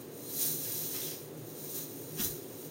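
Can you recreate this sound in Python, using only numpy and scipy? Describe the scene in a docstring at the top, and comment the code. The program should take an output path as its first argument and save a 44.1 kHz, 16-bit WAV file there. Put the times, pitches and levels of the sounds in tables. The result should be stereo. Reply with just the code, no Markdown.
"""A fan drones in the low modes of a bedroom while faint steel clicks swell into a jingle:
a chainmail shirt slides down over raised arms, swings, and is settled with one jump.
Thousands of small links click, scrape and ring; the mail drags over a cotton shirt
and slaps down as the feet land. The right microphone port is shaded from the treble."""
import sys
import numpy as np
from scipy import signal
from scipy.fft import rfft, irfft, next_fast_len
from scipy.io import wavfile
from scipy.ndimage import map_coordinates

SR = 44100
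rng = np.random.default_rng(int(sys.argv[2]) if len(sys.argv) > 2 else 0)


def store_wav(level_fs):
    """Save 16-bit WAV to argv[1]."""
    pcm = np.round(np.clip(np.atleast_2d(level_fs), -1, 1) * 32767)
    wavfile.write(sys.argv[1], SR, pcm.T.astype(np.int16))


N = 119070


def amp(db):
    return 10 ** (np.asarray(db) / 20)


def unit_rms(x):
    return x / np.sqrt(np.mean(x ** 2) + 1e-20)


def at_hz(points, hz):
    """Read (f/Hz, value) breakpoints on a log frequency axis."""
    freqs, values = np.transpose(points)
    return np.interp(np.log(hz + 1), np.log(freqs + 1), values)


def clock():
    return np.arange(N) / SR


def envelope(points):
    """Join (t/s, value) breakpoints, one value a sample."""
    return np.interp(clock(), *np.transpose(points))


def wobble(knots_per_s):
    """Smooth random modulation."""
    return map_coordinates(rng.standard_normal(1024), [clock() * knots_per_s], mode="wrap")


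def filtered(x, response):
    """Apply the gain response(hz) to x."""
    size = next_fast_len(N + 8192)
    return irfft(rfft(x, size) * response(np.fft.rfftfreq(size, 1 / SR)), size)[..., :N]


def coloured(x, eq):
    """Shape x with an EQ curve and bring it to rms 1."""
    return unit_rms(filtered(x, lambda hz: amp(at_hz(eq, hz))))


def contacts(per_s, spread_db):
    """A crackle of uneven impulses whose power stays steady at any density."""
    chance = np.clip(per_s / SR, 1e-4, 1)
    sizes = amp(spread_db * np.clip(rng.standard_normal(N), -2, 2)) * rng.choice([-1, 1], N)
    return unit_rms((rng.random(N) < chance) * sizes / np.sqrt(chance))


def ring(t, hz, t60):
    """A damped sine, for t >= 0."""
    return np.sin(2 * np.pi * hz * t) * np.exp(-np.log(1000) * t / t60)


def knock(start, db, hz, t60, attack_s):
    """One struck mode with a softened attack."""
    age = np.maximum(clock() - start, 0)
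    return amp(db) * ring(age, hz, t60) * (1 - np.exp(-age / attack_s))


# EQ of the rushing air: f/Hz, level/dB
AIR_EQ = [(25, -40), (60, -27), (90, -15.5), (125, -8.5), (165, -7.5), (187, -12.5), (215, -5.5), (255, -7),
          (290, -2.5), (320, -4), (360, -0.5), (480, -3.5), (650, -13.5), (1000, -19), (2000, -24),
          (4000, -26.5), (16000, -34)]
# stereo image of the air, narrow lows and wide highs: f/Hz, coherence of the two ports
AIR_COHERENCE = [(60, .92), (150, 0.92), (350, 0.84), (650, 0.64), (1400, 0.022), (4000, 0)]
# room modes fed by the fan: f/Hz, half-width/Hz, level/dB
ROOM_MODES = [(116.6, 8.4, -59.5), (153.5, 7.7, -54), (280, 11.8, -57), (361.6, 19, -56.5)]
def fan(air_db=-47):
    """A steady low rush of air, with narrow room modes droning in it."""
    def mid_side_gains(hz):
        angle = np.arccos(at_hz(AIR_COHERENCE, hz)) / 2
        return np.array([np.cos(angle), np.sin(angle)])
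    air = coloured(rng.standard_normal((2, N)), AIR_EQ)
    mid, side = filtered(air, mid_side_gains)
    drone = np.zeros(N)
    for centre, width, db in ROOM_MODES:
        mode = filtered(rng.standard_normal(N), lambda hz: 1 / (1 + ((hz - centre) / width) ** 2))
        drone += amp(db) * unit_rms(mode)
    return amp(air_db) * np.array([mid + side, mid - side]) + drone


# movement of the mail, driving click density and loudness: t/s, level/dB
MAIL_MOTION = [(0.01, -51.5), (0.06, -64.5), (0.15, -53.5), (0.43, -29.5), (0.56, -38), (0.82, -36.5),
               (0.92, -41), (0.95, -38), (1.1, -41.5), (1.33, -60.5), (1.37, -54.5), (1.41, -56),
               (1.76, -39.5), (1.82, -40), (1.88, -50), (2.1, -50.5), (2.17, -43.5), (2.2, -34),
               (2.25, -31.5), (2.29, -40.5), (2.45, -54.5), (2.65, -49), (2.69, -56.5)]
# bright EQ of steel scraping steel: f/Hz, level/dB
SCRAPE_EQ = [(400, -38), (1500, -22), (3000, -25.5), (4100, -4.5), (5000, -9.5), (6800, -5), (7700, -8.5),
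             (9000, -7), (9900, -3), (11200, -7), (12800, -1.5), (14000, -0.5), (15800, -2)]
# modes of one link: f/Hz, relative level/dB, detune between links/fraction, t60/s
LINK_MODES = [(4133, -9.5, 0.0296, 0.048), (6760, -3, .05, 0.052), (9020, -4, 0.0168, 0.076),
              (14000, 0, 0.023, 0.06), (15200, 2, .03, 0.05)]
def links(count=40, full_motion_db=-36, full_clicks_per_s=9000, scrape_db=-35.5, jingle_db=-41):
    """Links collide: each contact is a dry click and rings one of many slightly detuned links."""
    flutter_db = 1.09 * wobble(knots_per_s=45)
    motion_db = envelope(MAIL_MOTION) - full_motion_db + flutter_db
    # More movement packs the clicks closer and lifts the scrape faster than the ring.
    hits = contacts(per_s=full_clicks_per_s * amp(0.5 * motion_db), spread_db=4)
    scrape = coloured(hits, SCRAPE_EQ) * amp(scrape_db + 1.06 * motion_db)
    blows = hits * amp(jingle_db + 0.8 * motion_db)
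    struck_link = rng.integers(count, size=N)
    t = np.arange(4096) / SR
    jingle = np.zeros(N)
    for link, detunes in enumerate(rng.standard_normal((count, len(LINK_MODES)))):
        ping = sum(amp(db) * ring(t, hz * (1 + spread * detune), t60)
                   for (hz, db, spread, t60), detune in zip(LINK_MODES, detunes))
        jingle += signal.oaconvolve(blows * (struck_link == link), ping / np.linalg.norm(ping))[:N]
    return scrape + jingle


# swells of mail sliding over cloth: t/s, level/dB before the trim
DRAG_SWELLS = [(0.01, -78), (0.15, -85), (0.37, -63), (0.42, -47.5), (0.59, -67), (0.65, -53),
               (0.91, -56.5), (0.96, -49), (1.12, -49), (1.31, -85), (1.79, -63), (2.07, -80), (2.11, -58),
               (2.15, -67)]
# EQ of the cotton rustle: f/Hz, level/dB
COTTON_EQ = [(200, -16), (700, -9), (1300, -11), (2200, -4.5), (3500, -4), (5500, 2), (8000, -19),
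             (16000, -31)]
def drag(trim_db=1.5):
    """The weave catches and slips on the cotton shirt."""
    rustle = coloured(contacts(per_s=2500, spread_db=7), COTTON_EQ)
    return rustle * amp(envelope(DRAG_SWELLS) + trim_db)


# bright accents from single links: t/s, level/dB, f/Hz, t60/s
TINK_CUES = [(.259, -40.5, 4200, 0.052), (.368, -33, 4130, .05), (1.017, -32, 3570, 0.037)]
def tinks():
    """Single links snap free and ring briefly."""
    return sum(knock(*cue, attack_s=0.0015) for cue in TINK_CUES)


# the mail falls onto the body: peak t/s, level/dB, rise/s, t60/s
SLAP_CUES = [(.422, -58, .012, 0.14), (.648, -53, .008, .2), (.95, -45.5, 0.017, 0.22),
             (1.775, -52, .015, .18), (2.189, -36, 0.0078, 0.11), (2.2, -42, .004, 0.24)]
# EQ of the slap, with the top rolled off: f/Hz, level/dB
SLAP_EQ = [(150, 2), (500, 6), (1200, 3.5), (2000, 5.5), (4500, 3.5), (6500, 4), (8000, -11), (16000, -27)]
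def slaps():
    """A sheet of links lands at once: a short, dull crunch."""
    bursts = np.zeros(N)
    for peak, db, rise, t60 in SLAP_CUES:
        age = clock() - peak
        bursts += amp(db) * np.exp(np.minimum(age / rise, -np.log(1000) * age / t60))
    return coloured(contacts(per_s=2700, spread_db=4.5), SLAP_EQ) * bursts


# low thuds that end the jump: t/s, level/dB, f/Hz, t60/s
THUD_CUES = [(2.196, -23.5, 217, 0.059), (2.203, -43, 52, 0.18), (2.218, -38, 154.5, 0.21),
             (2.252, -37, 85.5, 0.11), (2.295, -45, 52, .16)]
def landing():
    """Feet and heels meet the floor, each thud one low damped mode."""
    return sum(knock(*cue, attack_s=0.0032) for cue in THUD_CUES)


# reverb time of the bedroom: f/Hz, t60/s
ROOM_DECAY = [(100, 0.36), (1000, 0.31), (6000, 0.2), (16000, 0.2)]
def bedroom(x, wet_db=-1.5, port_lag_s=0.000355):
    """The direct sound reaches the left port first; each port hears its own short room tail."""
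    hz, t, noise = signal.stft(rng.standard_normal((2, SR // 3)), SR, nperseg=256)
    decay = np.exp(-np.log(1000) * t / at_hz(ROOM_DECAY, hz)[:, None])
    _, tails = signal.istft(noise * decay, SR, nperseg=256)
    wet = signal.fftconvolve(x[None], tails / np.linalg.norm(tails[0]), axes=1)[:, :N]
    delayed = filtered(x, lambda f: np.exp(-2j * np.pi * f * port_lag_s))
    makeup = np.sqrt(2 / (1 + amp(wet_db) ** 2))
    return (np.array([x, delayed]) + amp(wet_db) * wet) * makeup


def scene():
    """The mail plays through the room reverb, over dry thuds and the bed of fan noise."""
    mail = links() + drag() + tinks() + slaps()
    return bedroom(mail) + landing() + fan()


# shading of the right port: f/Hz, level/dB of left over right
PORT_SHADE = [(100, 1), (200, 2), (380, 2), (700, 4), (1290, 9.5), (2400, 6.5), (4400, 8), (6300, 10.5),
              (7500, 31), (9000, 14), (10200, 13), (12500, 16), (14200, 23.5), (15800, 15)]
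def record(dry, cutoff_hz=15900):
    """The shaded right port tips the treble to the left; a brick-wall low-pass cuts the top."""
    def port_gains(hz):
        right = amp(-at_hz(PORT_SHADE, hz))
        equal_power = np.sqrt(2 / (1 + right ** 2))
        return np.array([np.ones_like(hz), right]) * equal_power * (hz < cutoff_hz)
    return filtered(dry, port_gains)


dry = scene()
out = record(dry)
store_wav(out)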